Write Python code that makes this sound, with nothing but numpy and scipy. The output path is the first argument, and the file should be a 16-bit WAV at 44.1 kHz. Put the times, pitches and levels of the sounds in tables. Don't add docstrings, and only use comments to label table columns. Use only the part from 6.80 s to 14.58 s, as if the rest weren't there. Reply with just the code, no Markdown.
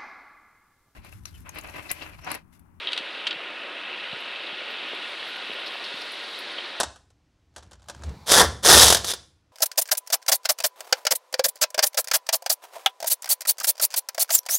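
import sys
import numpy as np
from scipy import signal
from scipy.fft import rfft, irfft, next_fast_len
from scipy.io import wavfile
from scipy.ndimage import uniform_filter1d

SR = 44100
rng = np.random.default_rng(int(sys.argv[2]) if len(sys.argv) > 2 else 0)


def generate_wav(sig):
    pcm = np.round(np.clip(np.atleast_2d(sig).T, -1, 1) * 32767).astype(np.int16)
    wavfile.write(sys.argv[1], SR, pcm)


N = 343098
T = np.arange(N) / SR
FAST_FROM_S, FAST_PACE = 2.72, 8.0

# (pressed [s], let go [s], hammering [dB], dying away [dB/s])
TRIGGER_PULLS = [(1.46, 1.606, -14, 429), (1.826, 2.043, -8.5, 223.5), (2.223, 2.319, -26.5, 899)]
# (time [s], peak [dB])
HARD_BLOWS = [(1.519, -2), (1.543, -11), (1.583, -4.5), (1.596, -4.5), (2.067, -3), (2.081, -4.5),
              (2.102, -1), (2.113, -17), (2.125, -2), (2.147, -5.5), (2.169, -15.5), (2.245, -16),
              (2.336, -18.5)]
# (time [s], share [dB])
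BOLT_GRIP = [(1.54, -5), (1.63, 4.5), (1.86, -5), (1.95, -3.5), (2.06, -9.5), (2.14, -22.5), (2.3, -10.5)]
# (frequency [Hz], width [Hz], level [dB])
SOCKET_MODES = [(3500, 510, 0), (5086, 170, 5), (5860, 770, -8)]
# (frequency [Hz], level [dB])
STEEL_SPECTRUM = [(1290, -45.5), (2200, -14.5), (2890, -15), (3420, -9), (4130, -3), (5000, 3.5), (5480, 0),
                  (8440, -0.5), (9890, 2), (13100, -9), (15200, -21), (16000, -18.5)]
CASING_SPECTRUM = [(65, -38), (110, -16.5), (177, -5), (234, -15), (317, -5), (377, -5), (424, 0),
                   (538, -0.5), (951, -3.5), (1840, -4.5), (2600, -31), (3380, -43), (5720, -120)]
def first_bolt(spin_up_db=39.5, spin_up_s=0.02, slam_t60=0.053):
    def steel(x):
        return undb(-2) * colour(x, STEEL_SPECTRUM) + undb(-3) * resonate(x, SOCKET_MODES)

    blows = chatter(rate=185, jitter=.25, scatter_db=2.2, t60=.028)
    force, slams = np.zeros((2, N))
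    for press, let_go, db, fall in TRIGGER_PULLS:
        shortfall_db = spin_up_db * np.exp(-np.maximum(T - press, 0) / spin_up_s)
        force += (T > press) * undb(db - shortfall_db - fall * np.maximum(T - let_go, 0))
    grip = force * undb(np.interp(T, *np.transpose(BOLT_GRIP)))
    for s, db in HARD_BLOWS:
        add(slams, s, undb(db - 7) * fade(T[:SR // 2], slam_t60))
    crack = noise()
    hard_blows = slams * (steel(crack) + undb(-6) * colour(crack, CASING_SPECTRUM))
    return force * steel(blows) + grip * colour(blows, CASING_SPECTRUM) + hard_blows + rocking(grip)


# (pressed [s], hammering lasts [s], standstill [s], hammering [dB], casing share [dB], motor [dB])
TIGHT_BOLTS = [(2.818, .011, 2.849, -15.5, -16, -18), (2.974, 0.01, 3.009, -15.5, -15, -18.5),
               (3.111, 0.013, 3.141, -17, -11, -18), (3.322, 0.018, 3.361, -16, -13.5, -22),
               (3.478, 0.014, 3.51, -14.5, -9.5, -27.5), (3.514, 0.015, 3.569, -15.5, -12, -20.5),
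               (3.687, 0.014, 3.731, -14.5, -11, -25), (3.836, 0.013, 3.88, -16.5, -9.5, -22.5),
               (4.305, 0.016, 4.346, -16, -12.5, -30), (4.638, .015, 4.676, -16, -14.5, -20.5),
               (4.81, 0.02, 4.845, -16, -15, -33), (5.023, .016, 5.062, -15.5, -10.5, -24),
               (5.17, 0.016, 5.218, -15.5, -10.5, -24.5), (5.332, 0.024, 5.377, -19.5, -9, -20.5),
               (5.524, 0.017, 5.571, -16.5, -22, -23), (5.694, 0.0086, 5.743, -16, -22, -20)]
# (frequency [Hz], level [dB])
RASP_SPECTRUM = [(88, -57), (150, -37), (303, -57), (675, -11), (1140, -12.5), (1690, -6.5), (2310, -11),
                 (4160, -3), (4950, 4.5), (6640, 1.5), (10800, -5.5), (12200, -2.5), (15100, -6.5),
                 (16000, -3)]
def fast_bolts(take_up_s=0.0042, rise_s=0.0028, release_s=0.0052, lag_s=0.0055):
    force, grip, shake = np.zeros((3, N))
    t = T[:SR // 10] - take_up_s
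    for press, length, _, db, casing_db, _ in TIGHT_BOLTS:
        gate = np.interp(t, [-rise_s / 2, rise_s / 2, length, length + release_s], [0, 1, 1, 0])
        swell = np.interp(t, [-rise_s, lag_s, length + lag_s, length + 3 * lag_s], [0, 1, 1, 0])
        add(force, press, undb(db) * gate)
        add(grip, press, undb(db + casing_db) * gate)
        add(shake, press, undb(db) * swell)
    blows = chatter(rate=600, jitter=.25, scatter_db=6, t60=0.051)
    steel = force * colour(blows, RASP_SPECTRUM, lo_hz=2700)
    casing = grip * colour(blows, RASP_SPECTRUM, hi_hz=2500)
    return steel + casing + undb(-13) * shake * bench_boom(FAST_PACE, bench_pitch(T))


# (pressed [s], standstill [s], motor [dB])
LOOSE_BOLTS = [(2.856, 2.872, -20), (3.013, 3.033, -18), (3.171, 3.192, -20.5), (4.35, 4.372, -21),
               (4.679, 4.701, -20), (5.059, 5.086, -18.5), (6.266, 6.295, -20), (6.297, 6.345, -17),
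               (6.49, 6.543, -16), (6.671, 6.722, -15), (6.831, 6.864, -24), (6.868, 6.915, -16),
               (7.011, 7.065, -16.5), (7.161, 7.199, -17.5), (7.393, 7.44, -16)]
def motor_runs():
    return [(press, stop, db) for press, _, stop, _, _, db in TIGHT_BOLTS] + LOOSE_BOLTS


# (frequency [Hz], level [dB])
GEAR_SPECTRUM = [(350, -36.5), (600, -7.5), (1220, -19.5), (2460, -15), (4540, -7.5), (5060, -5.5),
                 (10100, 0), (15400, -3.5)]
def motor(top_hz=4650, run_up_s=0.0066, brake_hz_per_s=235000):
    gears = colour(chatter(rate=550, jitter=.3, scatter_db=2.2, t60=.018), GEAR_SPECTRUM)
    out = np.zeros(N)
    for start, stop, db in motor_runs():
        span = slice(int(start * SR), int(stop * SR))
        t = T[span]
        driven = top_hz * (1 - np.exp(-(t - t[0]) / run_up_s))
        braked = brake_hz_per_s * np.maximum(stop - t, 0)
        hz = np.minimum(driven, braked)
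        speed = hz / top_hz
        gear_tone = undb(-5) * speed ** 8 * np.sin(rotor_phase(hz, waver=.025))
        braking = np.clip((driven - braked) / 400, 0, 1)
        whine = braking * np.clip(6 * speed - 2.2, 0, 1) * np.sin(rotor_phase(4 * hz, waver=.005))
        add(out, start, undb(db) * (speed ** 0.79 * gears[span] + gear_tone + whine))
    return out


# (time [s], whine [Hz], level [dB])
HALF_TRIGGER_RUNS = [
    [(7.502, 5000, -30), (7.525, 7300, -20.5), (7.555, 7400, -11), (7.575, 7030, -29.5), (7.592, 5580, -23)],
    [(7.692, 4720, -32.5), (7.708, 5680, -21), (7.757, 6600, -19.5), (7.78, 7120, -35)],
]
def winding_out():
    out = np.zeros(N)
    for run in HALF_TRIGGER_RUNS:
        s, hz, db = np.transpose(run)
        phase = rotor_phase(np.interp(T, s, hz), waver=.02)
        flutter = np.abs(unit(uniform_filter1d(noise(), size=240)))
        whine = flutter * (undb(-3) * np.sin(phase) + undb(-5) * np.sin(2 * phase))
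        gears = undb(-3) * colour(noise(), GEAR_SPECTRUM)
        out += contour(np.transpose([s, db])) * (whine + gears)
    return butterworth(out, 450, "high", order=4)


# (time [s], peak [dB], thud relative to peak [dB])
SLOW_CONTACTS = [(0.001, -9.5, -50), (0.007, -15, -36), (0.032, -14, -27.5), (.159, -40, -6.5),
                 (.303, -51, 0), (0.762, -28.5, -17), (.78, -36, -8), (.83, -44, -5), (.911, -41.5, -20),
                 (.931, -39.5, -3), (1.085, -28, -48), (1.097, -26, -21.5), (1.235, -31, -7.5)]
FAST_CONTACTS = [(2.804, -22.5, 0.5), (3.075, -30, -16), (3.273, -23, -34), (3.301, -14.5, -9.5),
                 (3.654, -0.5, -24), (3.786, -14.5, -16), (3.802, -7, -17), (4.005, -17, -14),
                 (4.125, 8, -19), (4.251, -8.5, -10.5), (4.267, 5.5, -20), (4.526, -20, -8), (4.54, -3, -8),
                 (4.593, 1, -5.5), (4.756, -31, -6), (4.836, 2, -41), (4.903, -29.5, -14), (4.944, -9, -11),
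                 (4.978, -4, -8.5), (4.99, 4, -16.5), (5.144, -16.5, -9), (5.243, -22, -37),
                 (5.282, -15, -21), (5.313, 2, -29), (5.489, 0.5, -14), (5.622, -26.5, 0.5),
                 (5.661, -5, -12), (5.964, -41.5, 19.5), (6.202, -19.5, -6), (6.226, -13, -3),
                 (6.243, -13.5, -1), (6.421, -25, -55), (6.457, -16, -12.5), (6.607, -18, -55),
                 (6.617, -18, -32), (6.782, -20, -22), (6.8, -14.5, -52), (6.843, -5.5, -48),
                 (6.997, -9, -17), (7.14, -5, -17), (7.287, -10.5, -53), (7.346, -19, -10),
                 (7.379, -6.5, -7.5), (7.504, -2, -15), (7.662, -15, -11)]
# (frequency [Hz], level [dB])
KNOCK_SPECTRUM = [(120, -46.5), (200, -14), (742, 0.5), (1010, -3.5), (1560, -2.5), (2250, -17), (3360, -8),
                  (4100, -10), (5110, -10), (7760, -4.5), (8500, -3.5), (11200, -5), (15500, -32)]
FAST_KNOCK_SPECTRUM = [(210, -48), (350, -36), (459, -8.5), (613, 4), (1220, -3), (1550, 4.5), (2310, 0),
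                       (3030, 0), (3980, -1.5), (4750, 7), (7430, -0.5), (14100, -9.5), (16000, -5)]
def knocks(rows, spectrum, pace, rise_s, t60, body_db, treble_db, treble_slope, boom_db):
    t = np.arange(int(.5 * SR / np.sqrt(pace))) / SR
    body, treble, thud = np.zeros((3, N))
    crack = (1 - np.exp(-t / rise_s)) * fade(t, t60)
    chance = rng.standard_normal((len(rows), len(BENCH_MODES), 2))
    for (s, db, thud_db), draws in zip(rows, chance):
        add(body, s, undb(db) * crack)
        add(treble, s, undb(treble_slope * db - .15 * thud_db) * crack * fade(t, 0.044))
        pitch = pace * (bench_pitch(s) if s > FAST_FROM_S else 1)
        ring = np.zeros(len(t))
        for (hz, mode_db, ring_s), (detune, offset) in zip(BENCH_MODES, draws):
            phase = 2 * np.pi * hz * pitch * (1 + 0.06 * detune) * t + np.pi * offset
            ring += undb(mode_db) * fade(t * pace, ring_s) * np.sin(phase)
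        add(thud, s, undb(db + thud_db) * ring * (1 - np.exp(-t * pace / 0.045)))
    return (undb(body_db) * body * colour(noise(), spectrum, hi_hz=6500)
            + undb(treble_db) * treble * colour(noise(), spectrum, lo_hz=6850) + undb(boom_db) * thud)


# (frequency [Hz], undamped width [Hz], level [dB])
SHELL_MODES = [(773, 28, -3.5), (1462, 130, -5), (3060, 29, 6), (4020, 40, -5.5), (4160, 38, -13.5)]
def driver_bump(at_s=6.061, level_db=-5.5, damping_hz=420):
    t = np.maximum(T - at_s, 0)
    shell = resonate(noise(), [(hz, width + damping_hz, db) for hz, width, db in SHELL_MODES])
    hollow = undb(-8) * fade(t, t60=0.057) * np.sin(2 * np.pi * SHELL_MODES[0][0] * t)
    clunk = undb(level_db) * (T > at_s) * (fade(t, t60=0.037) * shell + hollow)
    return butterworth(clunk, 550, "high", order=4)


# (frequency [Hz], level [dB], t60 [s])
BENCH_MODES = [(64.7, -4.5, 0.32), (77.5, 5, 0.31), (97.6, 2.5, 0.19), (113, -3, 0.082)]
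def bench_boom(pace, pitch_ratio=1):
    ring = resonate(noise(), [(hz * pace, 5.1 * pace / t60, db) for hz, db, t60 in BENCH_MODES])
    position = np.cumsum(pitch_ratio * np.ones(N)) % N
    return np.interp(position, np.arange(N), ring)


# (time [s], pitch [ratio])
BENCH_TUNING = [(3.7, 1.06), (4.3, .94), (5.0, .97), (5.6, 1.107)]
def bench_pitch(s):
    return np.interp(s, *np.transpose(BENCH_TUNING))


# (time [s], level [dB])
HAND_PUSHES = [(0.06, -49), (.87, -51), (1.29, -33)]
def rocking(grip, lag_s=.08, push_db_per_s=115):
    step = 1 / (lag_s * SR)
    shaken = undb(-9.5) * signal.lfilter([step], [1, step - 1], grip)
    pushed = sum(undb(db - push_db_per_s * np.abs(T - s)) for s, db in HAND_PUSHES)
    return (shaken + pushed) * butterworth(bench_boom(pace=0.97), 8000, "low")


# (time [s], level [dB])
TRIGGER_TOUCHES = [(3.087, -38.5), (6.473, -39.5), (6.651, -34.5), (6.808, -33.5), (7.003, -36.5),
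                   (7.491, -35.5), (7.687, -29)]
def nudges(length_s=.014):
    out = np.zeros(N)
    progress = np.linspace(0, 1, int(length_s * SR))
    envelope = unit(np.sqrt(progress) * (1 - progress))
    rattle = undb(-2) * colour(noise(), FAST_KNOCK_SPECTRUM)
    for (s, db), pitch in zip(TRIGGER_TOUCHES, rng.uniform(.7, 1.15, len(TRIGGER_TOUCHES))):
        hz = pitch * (2200 - 1200 * progress)
        whine = np.sin(rotor_phase(hz, waver=.16))
        add(out, s, undb(db) * envelope * (whine + rattle[int(s * SR):][:len(whine)]))
    return out


# (time [s], level [dB])
SCRAPE_LEVELS = [(.74, -68.5), (.78, -44.5), (.87, -68), (.93, -53), (1.0, -66), (1.12, -55.5), (1.3, -55)]
CREEP_LEVELS = [(1.02, -70), (1.3, -58), (1.47, -56)]
# (frequency [Hz], width [Hz], level [dB])
MOTOR_MODES = [(868, 160, 0), (2330, 220, -12), (4100, 900, -12.5)]
def seating():
    ticks = colour(chatter(rate=90, jitter=0.6, scatter_db=4, t60=0.03), KNOCK_SPECTRUM, hi_hz=6460)
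    creep = resonate(noise(), MOTOR_MODES)
    return undb(-2) * contour(SCRAPE_LEVELS) * ticks + undb(1) * contour(CREEP_LEVELS) * creep


def fumbling(lead_s=.06, level_db=-45):
    starts = [run[0] for run in motor_runs()] + [run[0][0] for run in HALF_TRIGGER_RUNS]
    hunting = np.any([(T > start - lead_s) & (T < start - .008) for start in starts], axis=0)
    ticks = chatter(rate=130, jitter=0.66, scatter_db=11.5, t60=0.022)
    return undb(level_db) * hunting * colour(ticks, FAST_KNOCK_SPECTRUM)


# (time [s], level [dB])
SLEEVE_SWEEPS = [
    [(3.96, -51.5), (4.07, -50), (4.2, -49), (4.26, -65)],
    [(5.81, -69.5), (5.84, -45.5), (5.89, -58), (5.96, -45), (6.03, -53), (6.2, -44)],
]
def sleeves():
    grains = chatter(rate=1400, jitter=0.37, scatter_db=10, t60=0.025)
    cloth_spectrum = [(300, -4.5), (700, 5.0), (2000, -7.0), (10000, -14.0), (16000, -17.5)]
    return sum(contour(sweep) for sweep in SLEEVE_SWEEPS) * colour(grains, cloth_spectrum, lo_hz=400)


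# (frequency [Hz], level [dB])
AIR_SPECTRUM = [(18, -41), (30, -14.5), (98, -7.5), (235, -24.5), (281, -16.5), (393, -26.5), (2090, -35.5),
                (5990, -40.5), (14000, -59)]
FAST_AIR_SPECTRUM = [(120, -66), (200, -38), (505, -4), (856, -7.5), (990, -7.5), (1590, -16), (9090, -24),
                     (15400, -19)]
def room_tone(hum_hz=1000):
    slow_air = undb(-66) * colour(noise(), AIR_SPECTRUM)
    fast_air = undb(-62) * colour(noise(), FAST_AIR_SPECTRUM, hi_hz=9600)
    hum = undb(-62) * resonate(noise(), [(hum_hz, 10, 0)])
    return np.where(T > FAST_FROM_S, fast_air + hum, slow_air)


def room(x, t60, treble_t60, crossover_hz, build_s, wet_db=-15.5):
    t = T[:SR]
    white = rng.standard_normal(SR)
    low = butterworth(white, crossover_hz, "low") * fade(t, t60)
    high = butterworth(white, crossover_hz, "high") * fade(t, treble_t60)
    tail = (low + high) * (1 - np.exp(-t / build_s))
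    return x + undb(wet_db) * signal.fftconvolve(x, tail / np.linalg.norm(tail))[:N]


def chatter(rate, jitter, scatter_db, t60):
    timing, strength = rng.standard_normal((8000, 2)).T
    at = (np.cumsum(np.exp(jitter * timing)) * SR / rate).astype(int)
    blows = np.zeros(N)
    blows[at[at < N]] = undb(scatter_db * np.clip(strength[at < N], -2, 2))
    decays = signal.lfilter([1], [1, -fade(1 / SR, t60)], blows)
    return unit(decays * noise())


def rotor_phase(hz, waver):
    wobble = unit(uniform_filter1d(rng.standard_normal(len(hz)), size=24))
    return 2 * np.pi * np.cumsum(hz * (1 + waver * wobble)) / SR


def resonate(x, modes):
    def response(f):
        return sum((-1) ** k * undb(db) / (1 + 1j * (f * f - hz * hz) / (f * width))
                   for k, (hz, width, db) in enumerate(modes))
    return unit(filtered(x, response))


def colour(x, spectrum, lo_hz=1, hi_hz=SR):
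    def response(f):
        hz, db = np.transpose(spectrum)
        edges = np.sqrt((1 + (lo_hz / f) ** 8) * (1 + (f / hi_hz) ** 8))
        return undb(np.interp(np.log(f), np.log(hz), db)) / edges
    return unit(filtered(x, response))


def filtered(x, response):
    size = next_fast_len(N + 8192)
    hz = np.arange(size // 2 + 1) * SR / size + 1e-3
    return irfft(rfft(x, size) * response(hz), size)[:N]


def butterworth(x, hz, kind, order=2):
    return signal.sosfilt(signal.butter(order, hz, kind, fs=SR, output="sos"), x)


def contour(rows):
    s, db = np.transpose(rows)
    return undb(np.interp(T, s, db)) * (T >= s[0]) * (T <= s[-1])


def fade(t, t60):
    return np.exp(-np.log(1000) * t / max(t60, 1e-3))


def add(track, s, sound):
    i = min(max(int(s * SR), 0), N)
    track[i:i + len(sound)] += sound[:N - i]


def noise():
    return rng.standard_normal(N)


def undb(db):
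    return 10 ** (np.asarray(db) / 20)


def unit(x):
    return x / np.sqrt(np.mean(x ** 2) + 1e-20)


def scene(side_treble_db=-25):
    slow = first_bolt() + seating()
    slow += knocks(SLOW_CONTACTS, KNOCK_SPECTRUM, pace=0.88, rise_s=.0003, t60=0.058,
                   body_db=-6.5, treble_db=-20.5, treble_slope=1.0, boom_db=-8.5)
    fast = fast_bolts() + motor() + winding_out() + driver_bump() + fumbling() + nudges()
    fast += knocks(FAST_CONTACTS, FAST_KNOCK_SPECTRUM, pace=FAST_PACE, rise_s=0.0026, t60=0.029,
                   body_db=-9.0, treble_db=-13.5, treble_slope=0.51, boom_db=-4.0)
    mid = (room(slow, t60=0.36, treble_t60=0.23, crossover_hz=9200, build_s=0.0062)
           + room(fast, t60=0.071, treble_t60=0.052, crossover_hz=5400, build_s=0.0017)
           + sleeves() + room_tone())
    side = undb(side_treble_db) * np.diff(np.roll(mid, 9), prepend=0)
    return np.array([mid + side, mid - side])


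def record(dry, ceiling=0.78, top_hz=15800):
    rounded = dry / (1 + (dry / ceiling) ** 4) ** (1 / 4)
    return signal.sosfilt(signal.ellip(10, .2, 80, top_hz, fs=SR, output="sos"), rounded)


dry = scene()
out = record(dry)
generate_wav(out)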